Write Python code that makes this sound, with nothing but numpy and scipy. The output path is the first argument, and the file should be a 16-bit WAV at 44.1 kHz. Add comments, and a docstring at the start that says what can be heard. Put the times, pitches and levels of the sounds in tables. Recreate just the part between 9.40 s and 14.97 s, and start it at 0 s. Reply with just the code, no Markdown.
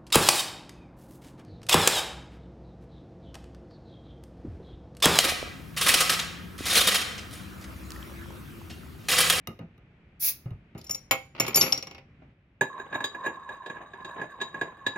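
"""A beer bottle is opened on a table in a small room. The steel opener bites and the bottle bumps the
table; gas hisses through the crimp. The crown cap drags off the opener, bounces and skids on the
table, rings in the air between landings and rocks to rest. Then the base of a drinking glass is set on
the bottle's mouth and slides about, knocking and grinding, while the air in the neck sings."""
import sys
import numpy as np
from scipy import signal
from scipy.fft import rfft, irfft
from scipy.io import wavfile

SR = 44100
rng = np.random.default_rng(int(sys.argv[2]) if len(sys.argv) > 2 else 0)


def master(y):
    """Save y as 16-bit WAV."""
    cut = np.clip(np.atleast_2d(y).T, -1, 1)
    pcm = np.round(cut * 32767)  # scale
    wavfile.write(sys.argv[1], SR, pcm.astype(np.int16))


N = 245637
TIME_S = np.arange(N) / SR
BINS_HZ = np.maximum(np.fft.rfftfreq(2 ** 19, 1 / SR), 1)


def from_db(db):
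    """Decibels to amplitude."""
    return 10 ** (np.asarray(db) / 20)


def at_hz(rows, hz):
    """Table columns interpolated over log frequency."""
    points, *columns = np.transpose(rows)
    return np.squeeze([np.interp(np.log(hz), np.log(points), c) for c in columns])


def spectrum_of(x):
    """Zero-padded spectrum on BINS_HZ."""
    return rfft(x, 2 * (len(BINS_HZ) - 1))


def colour(x, spectrum):
    """Minimum-phase filter that keeps the power of white noise."""
    cepstrum = irfft(np.log(from_db(at_hz(spectrum, BINS_HZ))))[:len(BINS_HZ) - 1]
    cepstrum[1:] *= 2
    response = np.exp(spectrum_of(cepstrum))
    response /= np.sqrt(np.mean(abs(response) ** 2))
    return irfft(spectrum_of(x) * response)[..., :N]


def noise_pair():
    """Two independent white noises."""
    return rng.standard_normal((2, N))


def drift(rate_hz):
    """Random wander between unit-variance knots."""
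    knots = rng.standard_normal(int(rate_hz * N / SR) + 2)
    return np.interp(TIME_S * rate_hz, np.arange(len(knots)), knots)


def clicks(times_s, levels_db):
    """One impulse per contact."""
    out = np.zeros(N)
    out[np.round(np.asarray(times_s) * SR).astype(int)] = from_db(levels_db)
    return out


def ring(force, hz, t60_s, rise_s=0):
    """Damped complex mode with a smoothed onset; a plain envelope at 0 Hz."""
    turn = np.exp(2j * np.pi * hz / SR)
    tone = signal.lfilter([1], [1, -from_db(-60 / (t60_s * SR)) * turn], force + 1e-18)
    lag = np.exp(-1 / (rise_s * SR)) if rise_s else 0
    return signal.lfilter([1 - lag], [1, -lag * turn], tone)


def bursts(times_s, levels_db, t60_s, rise_s=0):
    """Dense modes of a damped body: two noises decaying after each blow."""
    return ring(clicks(times_s, levels_db), 0, t60_s, rise_s).real * noise_pair()


# left-right likeness: f/Hz, correlation
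STEREO_LIKENESS = [(100, 0.99), (300, 0.99), (700, 0.72), (1500, 0.28), (3000, 0.054), (6000, 0.22),
                   (12000, 0.83)]
def spread(pair):
    """Two independent signals become left and right, alike in the bass."""
    alike = np.clip(at_hz(STEREO_LIKENESS, BINS_HZ), -.9, 1)
    mid, side = pair
    side = irfft(spectrum_of(side) * np.sqrt((1 - alike) / (1 + alike)))[:N]
    return np.array([mid + side, mid - side])


# microphone ports, left against right: f/Hz, level/dB, lead/rad
MIC_PORTS = [(193.7, 14, -1), (613.4, -5.5, 0.4), (1050, -2, -0.07), (1705, -3.5, -0.12), (2400, -4.5, 1),
             (3560, 4.5, 2), (4670, 4.5, 1.5), (5500, 4.5, 1.18), (6830, -0.5, 2), (9150, 2.5, 3),
             (11420, 0, 0.88), (15000, -0.5, 1)]
def ports(tone, hz):
    """A complex tone reaches the two ports with different level and phase."""
    pan_db, lead_rad = at_hz(MIC_PORTS, hz)
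    half = np.array([[.5], [-.5]])
    return np.imag(tone * from_db(pan_db * half) * np.exp(1j * lead_rad * half))


def wavering_ring(force, hz, t60_s, rise_s, shift_hz):
    """A mode pulled to and fro in pitch by a shifting contact."""
    turn = np.exp(2j * np.pi * np.cumsum(shift_hz * drift(40)) / SR)
    return ports(ring(force / turn, hz, t60_s, rise_s) * turn, hz)


# background noise: f/Hz, level/dB
HUSH_SPECTRUM = [(20, -26), (40, -11.5), (60, -6.5), (160, -6.5), (280, -16), (500, -24), (1000, -32),
                 (2400, -29.5), (4500, -51), (8000, -65.5), (16000, -81.5)]
def hush(level_db=-56.5, drop_db=5.5, drop_at_s=2.906, drop_length_s=0.045):
    """Low background noise, turned down by the recorder's noise suppressor near 2.9 s."""
    dropped = np.clip((TIME_S - drop_at_s) / drop_length_s, 0, 1)
    return from_db(level_db - drop_db * dropped) * spread(colour(noise_pair(), HUSH_SPECTRUM))


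# opener and hand on the bottle: t/s, click level/dB, knock level/dB
OPENER_HITS = [(0.0727, -31, -33.5), (0.191, -58.5, -39), (0.21, -88, -47.5), (0.379, -69, -55.5),
               (1.0581, -76, -42), (1.107, -65.5, -46), (1.3497, -75, -37.5), (1.3778, -54, -51),
               (1.4956, -39.5, -47), (2.8189, -99, -47)]
# opener's knock; metal jangle of opener and cap: f/Hz, level/dB
OPENER_SPECTRUM = [(35, -33.5), (60, 0), (231, 0), (642, -11.5), (778, -12.5), (1100, -23), (1260, -17),
                   (1560, -27.5), (2470, -26.5), (2940, -33.5), (3710, -60.5), (4000, -44), (6000, -51.5),
                   (7800, -66.5), (13200, -120)]
JANGLE_SPECTRUM = [(3000, -19.5), (6000, 5), (8200, -16.5), (11000, 4.5), (14000, -1), (16000, -5.5)]
# steel opener: f/Hz, level/dB, t60/s
STEEL_MODES = [(1228, -6, 0.12), (2080, -2.5, 0.025), (2826, 0.5, 0.03), (3730, -6, 0.049)]
def opener():
    """Steel bites on the cap with a knock and a click, and rings."""
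    times_s, click_db, knock_db = np.transpose(OPENER_HITS)
    knock = colour(bursts(times_s, knock_db + 0.5, t60_s=0.14, rise_s=0.0017), OPENER_SPECTRUM)
    click = colour(bursts(times_s, click_db - 1.5, t60_s=0.02), JANGLE_SPECTRUM)
    strike_db = (click_db + knock_db) / 2
    steel = sum(ports(ring(clicks(times_s, strike_db + mode_db), hz, t60_s), hz)
                for hz, mode_db, t60_s in STEEL_MODES)
    return spread(knock + click) + steel


# bottle on the table: t/s, level/dB, f/Hz
BOTTLE_BUMPS = [(0.079, -43, 163), (0.205, -28, 165), (0.242, -35.5, 188), (1.058, -22, 122),
                (1.113, -22, 105.7), (1.141, -32, 71), (3.214, -26, 149.4)]
def bottle_bumps(t60_s=0.057, rise_s=0.0032):
    """The hand's effort bumps the bottle softly on the table."""
    return sum(ring(clicks([at_s], db), hz, t60_s, rise_s).imag for at_s, db, hz in BOTTLE_BUMPS)


# gas jet: f/Hz, level/dB
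GAS_SPECTRUM = [(180, -66), (300, -19), (348, -19), (439, -29.5), (517, -24), (922, -29), (1510, -24),
                (2560, -11.5), (3070, -26.5), (3230, -18.5), (5480, -8), (6680, -10), (8280, -30),
                (10300, -0.5), (15500, 0)]
def gas(start_s=0.7955, attack_s=0.047, hold_s=0.049, fall_db_per_s=516.5, jet_db=-21, darken_db=4.5):
    """A bright jet leaks through the crimp, darkening and dying as the pressure is spent."""
    age_s = TIME_S - start_s
    open_s = attack_s + hold_s
    flow = np.clip(age_s / attack_s, 0, 1) * from_db(-fall_db_per_s * np.clip(age_s - open_s, 0, .5))
    jet = flow * from_db(jet_db) * noise_pair()
    low = signal.sosfilt(signal.butter(1, 6000, fs=SR, output="sos"), jet)
    spent = np.clip(2 * (age_s - attack_s) / open_s - .5, -2, 2)
    return spread(colour(jet + low * (from_db(darken_db * spent) - 1), GAS_SPECTRUM))


# cap on the opener, then the table; edge is high edge-on, low when flat:
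# t/s, ring level/dB, edge/dB, knock level/dB, crack level/dB
CAP_BOUNCES = [(1.38, -52, -3.5, -54, -55), (1.442, -45.5, -7.5, -56, -64.5),
               (1.4673, -38, -24.5, -59, -59), (1.4949, -26.5, -17.5, -39, -70),
               (1.509, -16, -17, -56, -44.5), (1.5463, -22, -18.5, -45, -34.5),
               (1.7103, -24.5, 1.5, -12.5, -26), (1.9992, -13, -12, -21, -49.5),
               (2.0655, -36, -10, -30, -32.5), (2.0797, -34.5, 0, -30.5, -37),
               (2.1448, -13, -19, -31, -32.5), (2.1575, -15, -6, -27, -27.5),
               (2.1716, -20, -10.5, -22, -24), (2.2113, -6.5, -36.5, -26.5, -17.5),
               (2.2173, -14.5, -23, -30.5, -22), (2.2282, -16.5, -33.5, -27, -26.5),
               (2.2625, -30, -26, -28, -39), (2.3236, -8.5, -30.5, -29, -18)]
def cap_contacts(rock_start_s=2.3762, first_gap_s=.0495, gap_ratio=.905, touches=6):
    """Columns of the bounces, then of the rocking to rest: each touch sooner and weaker."""
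    k = np.arange(touches)
    times_s = rock_start_s + first_gap_s * (1 - gap_ratio ** k) / (1 - gap_ratio)
    ring_db = -23.5 - 6.5 * k
    edge_db = np.full(touches, -27)
    knock_db = -36.5 - 1.5 * k
    crack_db = -31.5 - 5.5 * k
    return np.hstack([np.transpose(CAP_BOUNCES), [times_s, ring_db, edge_db, knock_db, crack_db]])


# cap modes: f/Hz
CAP_MODES_HZ = [5385, 5600, 5632, 6800, 6865, 9350, 10800, 11560, 13170, 14380, 14890]
# same modes: level/dB, t60/s
CAP_MODE_DECAYS = [(-9, 0.041), (-5, 0.064), (-9, 0.11), (-20.5, 0.042), (5.5, 0.099), (7, 0.037),
                   (-4.5, 0.049), (-15, .08), (-2, 0.087), (-2, .05), (-3, 0.036)]
# cap's crack and rasp: f/Hz, level/dB
CRACK_SPECTRUM = [(1500, -20.5), (3000, 5), (5000, 13.5), (8000, -9.5), (12000, -1), (16000, -24)]
def cap(scatter_db=1.0):
    """Each contact cracks and rings the cap; edge-on, the high modes ring and the crimps jangle."""
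    times_s, ring_db, edge_db, _, crack_db = cap_contacts()
    high_db = ring_db + edge_db
    middle_db = ring_db - 3 + 0.79 * edge_db
    jangle = bursts(times_s, high_db - 7.5, t60_s=0.026, rise_s=.0003)
    crack = bursts(times_s, crack_db + 4, t60_s=0.0086, rise_s=.0003)
    out = spread(colour(crack, CRACK_SPECTRUM) + colour(jangle, JANGLE_SPECTRUM))
    strike_spectra = [(5600, *ring_db), (6800, *middle_db), (13000, *high_db)]
    losses_db = scatter_db * rng.standard_normal((len(times_s), len(CAP_MODES_HZ)))
    for hz, (mode_db, t60_s), loss_db in zip(CAP_MODES_HZ, CAP_MODE_DECAYS, losses_db.T):
        force = clicks(times_s, at_hz(strike_spectra, hz) + mode_db - loss_db)
        out += wavering_ring(force, hz, t60_s, rise_s=0.0009, shift_hz=7.2)
    return out


def cap_drag(start_s=1.38, end_s=1.495, level_db=-66.5, teeth_db=7.0):
    """The loose cap's crimps rasp along the opener's jaw."""
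    rasp = (TIME_S > start_s) * (TIME_S < end_s) * from_db(level_db + teeth_db * drift(270))
    return spread(colour(rasp * noise_pair(), CRACK_SPECTRUM))


# table top's thud and knock: f/Hz, level/dB
THUD_SPECTRUM = [(40, -21.5), (75, -13), (120, 0), (170, -4), (290, 0), (420, -2.5), (700, -10.5),
                 (1500, -20.5), (5000, -48.5)]
KNOCK_SPECTRUM = [(100, -34), (350, -9), (530, -3.5), (800, -0.5), (1250, -0.5), (1650, -9), (2200, 1),
                  (2700, 0.5), (3600, -10.5), (5000, -11.5), (8000, -43.5)]
# table top: f/Hz, level/dB, t60/s
TABLE_TOP_MODES = [(527.8, -10.5, 0.13), (786.4, -16, 0.21), (2180, -17, 0.23), (2300, -27.5, 0.36)]
def table_top(thud_limit_db=-27.5):
    """The table knocks and rings under the cap, thuds up to a limit, and rasps as the rim skids."""
    times_s, _, _, knock_db, _ = cap_contacts()
    rasp = skid_envelope(times_s, knock_db - 16)
    thud_db = np.minimum(knock_db - 8, thud_limit_db)
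    low = bursts(times_s, thud_db, t60_s=0.093, rise_s=0.0014) + rasp * noise_pair()
    high = bursts(times_s, knock_db - 5, t60_s=0.084) + rasp * noise_pair()
    rings = sum(ports(ring(clicks(times_s, knock_db + mode_db - 0.5), hz, t60_s), hz)
                for hz, mode_db, t60_s in TABLE_TOP_MODES)
    return spread(colour(low, THUD_SPECTRUM) + colour(high, KNOCK_SPECTRUM)) + rings


def skid_envelope(times_s, kicks_db, start_s=1.95, end_s=2.4, glide_db=-52.5, slowing_db_per_s=19.5,
                  t60_s=0.25, teeth_db=6.5):
    """The cap skids on its crimped rim, slowing down; each landing adds a fading kick."""
    glide = from_db(glide_db - slowing_db_per_s * (TIME_S - start_s))
    kick_power = ring(clicks(times_s, 2 * kicks_db), 0, t60_s / 2).real
    skidding = (TIME_S > start_s) * (TIME_S < end_s)
    return skidding * (glide + np.sqrt(kick_power)) * from_db(teeth_db * drift(250))


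# bounce that sets the cap ringing: t/s, level/dB
RINGING_BOUNCE = [(2.158, -19.5)]
# cap in the air: f/Hz, level/dB, t60/s
FLYING_CAP_MODES = [(4634, -6, .33), (6672, -4, .35), (6835, -6, .3), (7800, -17, .15), (9102, -5, .3),
                    (10920, -18, .25), (11605, 1, .36), (12705, -5, .28), (13670, -15, .3)]
def flying_cap(landing_s=2.32, damping_db_per_s=202):
    """After a bounce, the cap rings high and clear in the air until a landing damps it."""
    bounce = clicks(*np.transpose(RINGING_BOUNCE))
    damping = from_db(-damping_db_per_s * np.clip(TIME_S - landing_s, 0, 1))
    return damping * sum(ports(from_db(mode_db) * ring(bounce, hz, t60_s), hz)
                         for hz, mode_db, t60_s in FLYING_CAP_MODES)


# glass and bottle in contact: f/Hz, level/dB, t60/s
CONTACT_MODES = [(1628.6, 4, 0.039), (1694, 4, 0.061), (2428, -11.5, 0.046), (2715, -12, 0.068),
                 (3795, 6, 0.03), (3843, -5, 0.19), (4787, -10, 0.17), (6570, 0.5, .11),
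                 (6720, -5.5, 0.074), (6810, -1.5, 0.22), (7680, -0.5, 0.071), (8070, -0.5, 0.095),
                 (8300, -19.5, .1), (12400, -15, 0.074), (13500, -12.5, .11), (15330, -14, .11)]
def glass_mode(force, hz, t60_s, rise_s, detune_hz=15):
    """The bottle's lip detunes a mode of the glass, the more so the more it damps it."""
    return wavering_ring(force, hz, t60_s, rise_s, detune_hz * np.sqrt(CONTACT_MODES[0][2] / t60_s))


# glass on the bottle's mouth: t/s, level/dB, wall clink/dB re level, hardness/dB re level
GLASS_KNOCKS = [(3.2096, -19, -18.5, -16), (3.2254, -44, 0.5, -2.5), (3.3967, -36, -23, -25.5),
                (3.5265, -30.5, -16.5, -39), (3.5418, -34.5, -16, -21.5), (3.6038, -31.5, -15, -25),
                (3.6411, -29, 2.5, -8), (3.7467, -34, -39, -26), (3.861, -26, -31, -20.5),
                (3.8742, -32.5, -31, -28), (4.0901, -38, -12, -27), (4.2602, -37, -3.5, -26),
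                (4.2975, -32, -18, -27.5), (4.366, -39.5, -35, -36), (4.5343, -41.5, -13, -32),
                (4.6466, -38.5, -3, -20), (4.814, -30.5, -23, -30.5), (5.0023, -38, -9, -27),
                (5.013, -29.5, -0.5, -17), (5.1423, -33.5, -38, -30), (5.212, -24.5, -14, -26),
                (5.464, -25.5, 0.5, -18.5), (5.5575, -33, -31, -26)]
# contact crunch; body of the glass: f/Hz, level/dB
CRUNCH_SPECTRUM = [(1000, -9.5), (2600, -5.5), (3700, 10.5), (4300, -6), (5800, -11.5), (6700, -9.5),
                   (8300, -8), (9500, -52.5), (14000, -26)]
BODY_SPECTRUM = [(40, -36.5), (90, -1.5), (180, 0.5), (340, 9.5), (700, 1.5), (1050, 6.5), (1400, -13.5),
                 (1900, -3), (2700, -16.5), (3600, -19.5), (4500, -69), (8000, -74), (10000, -50)]
def glass_knocks(scatter_db=1.5):
    """The glass rocks and drops on the lip with a crunch; harder contacts reach higher modes."""
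    times_s, clunk_db, wall_db, hardness_db = np.transpose(GLASS_KNOCKS)
    clink_db = clunk_db + wall_db
    sparkle_db = clunk_db + hardness_db
    crunch = colour(bursts(times_s, clink_db - 7, t60_s=0.071, rise_s=0.0022), CRUNCH_SPECTRUM)
    body = colour(bursts(times_s, clunk_db - 2, t60_s=0.086, rise_s=0.0018), BODY_SPECTRUM)
    out = spread(body + crunch)
    strike_spectra = [(1700, *clunk_db), (2500, *clunk_db), (3800, *clink_db), (6700, *sparkle_db)]
    chance_db = scatter_db * rng.standard_normal((len(times_s), len(CONTACT_MODES)))
    for k, (hz, mode_db, t60_s) in enumerate(CONTACT_MODES):
        force = clicks(times_s, at_hz(strike_spectra, hz) + mode_db + chance_db[:, k])
        polarity = (-1) ** k   # opposed neighbours swell, then beat
        out += polarity * glass_mode(force, hz, t60_s, rise_s=0.0009)
    return out


RUB_START_S, RUB_DB = 3.3, -56.5
# harder scrapes on the lip: t/s, level/dB
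LIP_SCRAPES = [(3.383, -47), (3.554, -41), (3.75, -54), (3.846, -39.5), (4.114, -44.5), (4.36, -52.5),
               (4.685, -49), (4.783, -44.5), (5.16, -46), (5.56, -48)]
def rub_envelope(attack_s=.015, release_s=0.04):
    """How hard the glass grinds: a steady rub, and scrapes that swell and relax."""
    swells = sum(from_db(db) * np.exp(-np.maximum((at_s - TIME_S) / attack_s, (TIME_S - at_s) / release_s))
                 for at_s, db in LIP_SCRAPES)
    return (TIME_S > RUB_START_S) * np.hypot(from_db(RUB_DB), swells)


# glass grinding on glass: f/Hz, level/dB
GRIND_SPECTRUM = [(50, -26.5), (150, 5.5), (350, 4.5), (800, 6), (1350, -2), (2400, -10), (3500, -20),
                  (4400, -62), (8000, -42.5), (10000, -57)]
def glass_slide(grind_db=-1.5, grit_db=6.5, sizzle_db=-28.5, grain_db=4.5, catch_db=7.0, ring_db=-26.0,
                tilt_db_per_octave=-9.0):
    """Glass grinds on glass with a fine sizzle; tiny catches of the lip keep the modes ringing."""
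    rub = rub_envelope()
    friction = rub * noise_pair()
    sizzle = rub * from_db(sizzle_db + grain_db * drift(400)) * noise_pair()
    grind = friction * from_db(grind_db + grit_db * drift(120))
    out = spread(colour(grind, GRIND_SPECTRUM) + colour(sizzle, CRUNCH_SPECTRUM))
    catches = friction[0] * from_db(catch_db * drift(200))
    lowest_hz, _, lowest_t60_s = CONTACT_MODES[0]
    for hz, mode_db, t60_s in CONTACT_MODES:
        softness_db = tilt_db_per_octave * min(np.log2(hz / lowest_hz), 2)   # rubbing is a soft contact
        gain = from_db(mode_db + ring_db + softness_db) * np.sqrt(lowest_t60_s / t60_s)
        out += gain * glass_mode(catches, hz, t60_s, rise_s=0.0013)
    return out


# glass tilting on the lip: t/s, pitch rise/Hz
GLASS_TILTS = [(3.487, 169.3), (3.691, 141), (4.17, 70), (4.31, 70), (4.504, 130), (4.89, 115),
               (5.119, 71.8), (5.38, 81.2)]
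def neck_air(rest_hz=1034, wobble=0.024, tilt_s=0.034, start_db=-43.5, fade_db_per_s=3,
             leak_db_per_hz=0.1, rub_exponent=0.43):
    """Rubbing makes the neck's air resonate; each tilt widens the gap, so it leaks and rises in pitch."""
    rise_hz = sum(hz * np.exp(-((TIME_S - at_s) / tilt_s) ** 2) for at_s, hz in GLASS_TILTS)
    level_db = start_db - fade_db_per_s * (TIME_S - RUB_START_S) - leak_db_per_hz * rise_hz
    drive = (rub_envelope() / from_db(RUB_DB)) ** rub_exponent * from_db(level_db)
    pitch_hz = (rest_hz + rise_hz) * (1 + wobble * drift(30))
    turn = np.exp(2j * np.pi * np.cumsum(pitch_hz) / SR)
    air = ring(rng.standard_normal(N) / turn, 0, t60_s=0.038, rise_s=.001) * turn
    return ports(drive * air / np.std(air.imag), rest_hz)


# reverberation decay: f/Hz, t60/s
ROOM_DECAY = [(100, 0.22), (500, 0.3), (2000, 0.2), (6000, 0.41), (14000, 0.24)]
# reverberation strength: f/Hz, level/dB
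ROOM_SPECTRUM = [(100, -2.5), (500, -8), (2300, -8.5), (6000, -21), (14000, -16.5)]
def room(x, first_echo_s=0.0033):
    """Diffuse reflections follow the first wall echo and die band by band."""
    age_s = TIME_S[:SR]
    edges_hz = np.geomspace(50, 17000, 11)
    tail = np.zeros((2, N))
    for low_hz, high_hz in zip(edges_hz, edges_hz[1:]):
        hz = np.sqrt(low_hz * high_hz)
        bandpass = signal.butter(2, [low_hz, high_hz], "band", fs=SR, output="sos")
        band = signal.sosfilt(bandpass, rng.standard_normal((2, SR)))
        decay = from_db(-60 * age_s / at_hz(ROOM_DECAY, hz)) * (age_s > first_echo_s)
        tail[:, :SR] += band * decay / np.linalg.norm(decay) * from_db(at_hz(ROOM_SPECTRUM, hz))
    return irfft(spectrum_of(x) * spectrum_of(spread(tail)))[:, :N]


def scene():
    """Bottle, cap and glass close by, with their reflections, over a low hush."""
    near = opener() + bottle_bumps() + gas()
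    near += cap_drag() + cap() + table_top() + flying_cap()
    near += glass_knocks() + glass_slide() + neck_air()
    return near + room(near) + hush()


def record(dry, cutoff_hz=15900):
    """Steep elliptic low-pass."""
    return signal.sosfilt(signal.ellip(10, .2, 80, cutoff_hz, fs=SR, output="sos"), dry)


dry = scene()
out = record(dry)
master(out)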